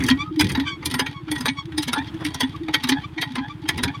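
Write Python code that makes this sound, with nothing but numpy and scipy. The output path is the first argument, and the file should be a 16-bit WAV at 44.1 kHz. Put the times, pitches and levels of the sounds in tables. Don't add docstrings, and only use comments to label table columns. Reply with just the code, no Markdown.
import sys
import numpy as np
from scipy.fft import rfft, irfft, next_fast_len
from scipy.io import wavfile
from scipy.ndimage import map_coordinates

SR = 44100
rng = np.random.default_rng(int(sys.argv[2]) if len(sys.argv) > 2 else 0)


def generate_wav(signal):
    frames = np.transpose(np.atleast_2d(signal))
    scaled = np.clip(frames, -1, 1) * 32767
    pcm = np.round(scaled).astype(np.int16)
    wavfile.write(sys.argv[1], SR, pcm)


N = 176400
T = np.arange(N) / SR


def amp(db):
    return 10 ** (np.asarray(db) / 20)


def unit(x):
    return x / np.sqrt(np.mean(x ** 2) + 1e-20)


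def curve(points, at=T):
    return np.interp(at, *np.transpose(points))


def gain(colour, hz):
    f, db = np.transpose(colour)
    return amp(np.interp(np.log(hz + 1), np.log(f + 1), db))


def wobble(rate):
    knots = rng.standard_normal(N // 64)
    return np.interp(T, T[::16], map_coordinates(knots, [T[::16] * rate + 2], order=2))


def filtered(x, response):
    size = next_fast_len(N + SR // 2)
    return irfft(rfft(x, size) * response(np.fft.rfftfreq(size, 1 / SR)), size)[:N]


def noise(colour):
    return unit(filtered(rng.standard_normal(N), lambda hz: gain(colour, hz)))


def swell(s, width):
    return np.exp(-.5 * np.minimum(((T - s) / width) ** 2, 100))


def glide(s, hz, hz_per_s, waver):
    return 2 * np.pi * np.cumsum((hz + hz_per_s * (T - s)) * (1 + waver)) / SR


def over_stroke(points):
    turns = [-.38, .07, .53, .97, 1.44, 1.92, 2.39, 2.86, 3.35, 3.81, 4.27]
    share = np.interp(T, turns, np.arange(len(turns))) % 1
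    return curve(points, share)


def iron(hz, pin_db, scatter_db=5):
    # f/Hz, t60/s, relative level/dB
    body_modes = [(874, .07, -0.5), (991, 0.11, 4), (1403, 0.17, -6), (1736, 0.023, -12.5),
                  (1898, 0.13, 3.5), (1935, 0.2, 1), (2062, 0.036, -3.5), (2230, 0.094, 1),
                  (2406, 0.062, -6.5), (3211, 0.038, 1.5), (3416, 0.027, 3), (3790, 0.05, 5),
                  (4545, 0.069, -3.5)]
    # f/Hz, t60/s, relative level/dB
    pin_modes = [(4995, 0.043, 3.7), (6237, 0.043, 4), (8850, 0.16, 11.5), (9050, 0.017, 3.4),
                 (10400, 0.046, 12), (12870, 0.068, 16)]
    # f/Hz, level/dB
    colour = [(350, 2), (600, -15.5), (858, -7.5), (1160, -7), (1880, 1), (2760, -1.5), (3680, -2),
              (4400, -2.5), (4980, -6), (6200, -10), (7520, -21), (9240, -14), (9760, -16), (13400, -25),
              (16000, -30)]
    dense_bed, detune_hz, low_edge_hz = .6, 16, 420
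    modes = 0
    for centre, t60, db in body_modes + [(f, t60, db + pin_db) for f, t60, db in pin_modes]:
        strength = amp(db + scatter_db * rng.normal())
        offset_hz = hz - centre - detune_hz * rng.normal()
        modes += strength / (1 + 2j * np.pi * offset_hz * t60 / np.log(1000))
    return (dense_bed + modes) * gain(colour, hz) / np.sqrt(1 + (low_edge_hz / (hz + 1)) ** 6)


def field_rush():
    # f/Hz, level/dB
    colour = [(20, -17), (45, -9), (80, 9), (150, 0), (300, -3), (550, -21), (1000, -14), (3000, -22),
              (6000, -39.5), (10000, -41), (16000, -49)]
    # t/s, level/dB
    levels = [(0, -28), (.3, -42.5), (.6, -41), (1.2, -41.5), (2.1, -41), (2.6, -45.5), (3.1, -41),
              (3.6, -43), (4, -42)]
    return amp(curve(levels) + 2.7 * wobble(6.27) + .87 * wobble(44)) * noise(colour)


def rubbing():
    # share of the stroke, level/dB
    friction = [(0, -43), (.15, -52.5), (.3, -44), (.5, -60), (.62, -52.5), (.78, -45), (1, -42)]
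    dull_hz = 3500
    grains = rng.standard_normal(N) * amp(4.5 * wobble(260) + 2.5 * wobble(35))
    scrape = filtered(grains, lambda hz: iron(hz, pin_db=-24, scatter_db=9) / (1 + 1j * hz / dull_hz))
    return amp(over_stroke(friction)) * unit(scrape)


def clanks():
    # t/s, base rise/s, then level/dB before trim in each of the four registers, low to high
    blows = [(0.003, 0.0035, -66, -30.5, -46, -46), (0.021, 0.0054, -57, -30.5, -67, -49),
             (0.037, 0.003, -40, -32.5, -37, -32.5), (0.063, 0.0023, -65, -55, -33, -36),
             (0.074, 0.002, -57, -55, -48, -41), (0.085, 0.0024, -25.5, -18, -29.5, -28.5),
             (0.099, 0.004, -34, -43, -17.5, -36), (0.109, 0.0025, -30, -22, -30, -42),
             (0.394, 0.005, -22.5, -30.5, -20, -27.5), (0.407, 0.0067, -31, -18.5, -23, -25),
             (0.442, 0.0046, -50, -34, -31.5, -42), (0.488, 0.018, -36, -28, -36, -35.5),
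             (0.518, 0.002, -53, -46, -57, -36), (0.549, 0.0034, -27, -27.5, -26, -48),
             (0.573, 0.0013, -31, -39, -41, -52), (0.597, 0.003, -31.5, -33.5, -29, -47.5),
             (0.822, 0.0079, -37, -38, -47, -67), (0.856, 0.005, -33, -35, -25.5, -25),
             (0.899, 0.0035, -58, -47, -36, -43), (0.911, 0.003, -37, -35, -32, -36.5),
             (0.939, 0.0061, -26.5, -27, -29, -30), (0.99, 0.011, -21, -20.5, -24, -27),
             (1.063, 0.0018, -36.5, -27.5, -32, -47), (1.28, 0.0074, -36, -40, -45, -68),
             (1.314, 0.0031, -32.5, -29.5, -30, -29.5), (1.351, 0.012, -37, -28, -34, -43),
             (1.38, 0.0042, -35, -51, -41, -42.5), (1.406, 0.0046, -34, -39, -37.5, -35),
             (1.456, 0.0017, -23, -26.5, -23.5, -30), (1.479, 0.0089, -55, -24, -21.5, -52),
             (1.721, 0.002, -50, -41.5, -47.5, -63), (1.778, 0.006, -29.5, -31, -23.5, -29),
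             (1.823, 0.013, -39, -38.5, -28.5, -33.5), (1.876, 0.012, -30, -31, -27.5, -37),
             (1.93, 0.0049, -25, -25.5, -24, -28.5), (1.958, 0.006, -24.5, -45, -36, -76),
             (1.98, 0.0025, -56, -37, -32, -51), (2.072, 0.0019, -55, -46, -43.5, -66),
             (2.142, 0.0012, -50, -44.5, -53, -58.5), (2.197, 0.03, -31.5, -40, -43, -56),
             (2.247, 0.0064, -45, -28, -31.5, -35.5), (2.263, 0.0018, -37, -41, -31.5, -40),
             (2.304, 0.003, -41, -48, -46, -56), (2.343, 0.0045, -31, -41, -33, -34.5),
             (2.403, 0.0094, -23.5, -23.5, -22, -27), (2.432, 0.0013, -34, -28.5, -29.5, -45),
             (2.634, 0.00077, -66, -51, -46.5, -64), (2.682, 0.0057, -27, -33, -37, -56.5),
             (2.738, 0.0078, -26.5, -17.5, -17, -29.5), (2.834, 0.0093, -30, -29, -25.5, -34),
             (2.87, 0.0066, -33.5, -38, -32, -49), (2.889, 0.0069, -23.5, -22, -21.5, -24.5),
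             (2.918, 0.0044, -27, -25, -23.5, -52), (3.178, 0.0053, -33.5, -25.5, -33.5, -64),
             (3.212, 0.011, -37, -32, -22.5, -36), (3.226, 0.002, -30, -24.5, -37, -53),
             (3.354, 0.0047, -27, -30.5, -32, -42), (3.378, 0.0087, -32.5, -33, -37, -79),
             (3.656, 0.0017, -38.5, -45, -45, -81), (3.686, 0.0067, -25.5, -19.5, -22, -26.5),
             (3.775, 0.009, -32.5, -32.5, -38, -37.5), (3.786, 0.003, -33, -34, -32, -61),
             (3.834, 0.0039, -25.5, -23.5, -23, -26.5), (3.877, 0.0044, -48, -32.5, -35.5, -55)]
    # f/Hz, factor on the rise, chatter decay/s, trim/dB
    registers = [(970, 0.76, 0.017, -3.5), (1760, 1.13, 0.0082, -2.5), (3700, 0.91, 0.009, -3),
                 (9260, 0.62, 0.0065, -2)]
    # t/s, level/dB
    pin_ring = [(0, -23), (.9, 1.5), (1.8, -3.5), (2.5, -15.5), (3.2, -3.5), (3.8, -18)]
    uneven_db, uneven_hz, roughness = 4.5, 170, .58
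    scrape_db, scrape_s, energy_s = -15.5, .0035, .021
    size, lead = SR // 3, SR // 30
    t, hz = np.arange(size) / SR, np.fft.rfftfreq(size, 1 / SR)
    centres = np.log([row[0] for row in registers])
    bands = [np.interp(np.log(hz + 1), centres, row) for row in np.eye(len(registers))]
    scrape = amp(scrape_db) * np.exp(-t[::-1] / scrape_s)
    out = np.zeros(N + SR)
    for s, rise, *levels in blows:
        push, grain = rng.standard_normal((2, size))
        contacts = push * np.exp(roughness * grain)
        body = iron(hz, pin_db=curve(pin_ring, s))
        body *= amp(uneven_db * map_coordinates(rng.standard_normal(size), [hz / uneven_hz], order=1))
        for (_, factor, decay, trim_db), band, db in zip(registers, bands, levels):
            peak_s = rise * factor
            envelope = np.minimum(t / peak_s, 1) ** .72 * np.exp(-np.maximum(t - peak_s, 0) / decay)
            force = np.roll(contacts * (envelope + scrape), lead)
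            ring = irfft(rfft(force) * body * band, size)
            ring *= np.sqrt(SR * energy_s) / np.linalg.norm(ring)
            out[round(s * SR):][:size] += amp(db + trim_db) * ring
    return out[lead:][:N]


def barrel():
    # share of the stroke, f/Hz
    resonance = [(0, 245), (.14, 266), (.33, 298), (.52, 330), (.72, 303), (.83, 300), (.92, 255), (1, 245)]
    # peak t/s, relative level/dB
    gulps = [(0.01, -21.5), (0.048, -18.5), (0.115, -9), (0.15, -21.5), (0.238, -29.5), (0.319, -24),
             (0.38, -15), (0.405, -15.5), (0.585, -15), (0.614, -20.5), (0.87, -25.5), (0.928, -25.5),
             (0.965, -27), (1.021, -23.5), (1.215, -54), (1.283, -25.5), (1.322, -19), (1.409, -25.5),
             (1.491, -21), (1.686, -31), (1.749, -27.5), (1.786, -17.5), (1.888, -23.5), (1.983, -20.5),
             (2.151, -26.5), (2.217, -28.5), (2.258, -20), (2.44, -16), (2.616, -25), (2.649, -30.5),
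             (2.693, -21.5), (2.749, -28), (2.849, -21.5), (2.897, -20), (2.925, -12.5), (3.176, -27.5),
             (3.223, -31.5), (3.316, -29.5), (3.386, -20.5), (3.414, -27.5), (3.646, -27), (3.799, -24),
             (3.876, -23.5)]
    rise_s, decay_s, flutter_rad = .0063, .01586, .54
    gulp_db, hollow_db = 1, -42.5
    phase = 2 * np.pi * np.cumsum(over_stroke(resonance)) / SR
    power = np.zeros(N)
    for s, db in gulps:
        tail = np.exp(1 - np.hypot(1, (T - s) / decay_s))
        power += (amp(db + gulp_db) * np.where(T < s, swell(s, rise_s), tail)) ** 2
    hollow = wobble(55) * np.sin(phase) + wobble(55) * np.cos(phase)
    return np.sqrt(power) * np.sin(phase + flutter_rad * wobble(50)) + amp(hollow_db) * hollow


def wind_puffs():
    # peak t/s, width/s, level/dB
    puffs = [(0.056, 0.078, -27.5), (0.305, 0.0083, -34), (0.449, 0.027, -20.5), (0.522, 0.0085, -25.5),
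             (0.554, .05, -30), (.74, 0.016, -41), (0.909, 0.07, -33.5), (1.096, 0.029, -43),
             (2.607, 0.011, -41), (3.776, 0.029, -30.5), (3.855, 0.02, -24.5)]
    # f/Hz, level/dB
    colour = [(20, -33), (50, -16.5), (80, -3.5), (130, -6), (220, -11), (330, -10), (500, -28), (900, -72),
              (3000, -90)]
    return sum(amp(db) * swell(s, width) for s, width, db in puffs) * noise(colour)


def engine():
    # t/s, firing rate/Hz
    speed = [(0, 12.7), (1.25, 14.2), (1.8, 14.3), (4, 14.12)]
    first_firing_s, thump_hz, width_s, thump_db = .05, 138, .0046, -27
    rate = curve(speed)
    cycles = np.cumsum(rate) / SR - first_firing_s * rate[0]
    t = ((cycles + .5) % 1 - .5) / rate
    thumps = -np.exp(-.5 * (t / width_s) ** 2) * np.cos(2 * np.pi * thump_hz * t)
    return amp(thump_db + 1.5 * wobble(11)) * thumps


def squeaks():
    # peak t/s, width/s, f/Hz, glide/(Hz/s), rms level/dB of harmonics 1, 2 and 3
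    slips = [(0.212, 0.014, 1161, 1307, -29, -27, -33), (0.279, 0.016, 1256, 203, -35.5, -74, -62),
             (0.682, 0.014, 1157, -300, -33.5, -29, -34.5), (0.689, 0.016, 1570, 4, -33.5, -34, -42.5),
             (0.725, 0.021, 1125, -500, -38, -35.5, -39), (1.176, 0.02, 1108, -500, -39, -47, -51),
             (1.594, 0.015, 1114, -450, -34, -37, -34), (2.083, 0.01, 1084, -3.5, -59, -62, -44.5),
             (3.036, 0.012, 1035, 0, -62, -60, -46), (2.553, 0.007, 1150, -700, -38, -52, -78),
             (3.047, 0.0077, 1160, 1496, -37, -37, -44.5), (3.51, 0.0084, 1179, 901.5, -32.5, -40.5, -46),
             (3.954, 0.0081, 1136, 800.5, -34, -40, -42)]
    # t/s, share of the pitch
    jitter = [(.2, .004), (.68, .022), (.75, .006), (1.6, .003), (2.6, .004), (3, .014)]
    rasp_db = 3.2
    out, waver = np.zeros(N), curve(jitter) * wobble(500)
    for s, width, hz, hz_per_s, *levels in slips:
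        near = abs(T - s) < .12
        phase = glide(s, hz, hz_per_s, waver)[near]
        levels += [levels[-1] - 10 - 7 * k for k in range(5)]
        tone = sum(amp(db + rasp_db * wobble(220)[near]) * np.sin(k * phase)
                   for k, db in enumerate(levels, 1))
        out[near] += swell(s, width)[near] * tone
    return np.sqrt(2) * out


def ticks():
    # t/s, drive level/dB
    touches = [(0.361, -24), (.38, -37), (0.469, -13), (.503, -28), (1.112, -28), (1.656, -27),
               (2.286, -22), (2.495, -28), (2.562, -25.5), (2.8, -33), (3.32, -24), (3.619, -33),
               (3.64, -39)]
    decay_s, low_edge_hz = .0043, 1300
    envelope = sum(amp(db) * (T > s) * np.exp(-abs(T - s) / decay_s) for s, db in touches)
    force = envelope * rng.standard_normal(N)
    return filtered(force, lambda hz: iron(hz, pin_db=-15) * hz / (hz + low_edge_hz))


def groans():
    # peak t/s, width/s, f/Hz, level/dB
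    judders = [(0.598, 0.037, 882, -38.5), (1.04, 0.023, 856, -36.5), (1.481, 0.011, 890, -27.5),
               (1.978, 0.026, 860, -29), (2.435, 0.015, 896, -32), (2.978, 0.015, 845, -31),
               (3.441, 0.022, 833, -34), (3.884, .025, 824, -37)]
    # multiple, relative level/dB
    harmonics = [(1, 0.5), (2, 0), (3, -21), (4, -8)]
    hz_per_s, jitter, rasp_db = 1100, .034, 4
    out, waver = np.zeros(N), jitter * wobble(450)
    for s, width, hz, db in judders:
        near = abs(T - s) < .12
        phase = glide(s, hz, hz_per_s, waver)[near]
        tone = sum(amp(level) * np.sin(k * phase) for k, level in harmonics)
        out[near] += amp(db) * swell(s, width)[near] * tone
    return out * amp(rasp_db * wobble(250))


def scene():
    pump = clanks() + rubbing() + squeaks() + groans() + ticks() + barrel()
    return (pump + engine() + field_rush() + wind_puffs())[None]


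def record(dry):
    top_hz = 15900
    return filtered(dry[0], lambda hz: hz < top_hz)[None]


dry = scene()
out = record(dry)
generate_wav(out)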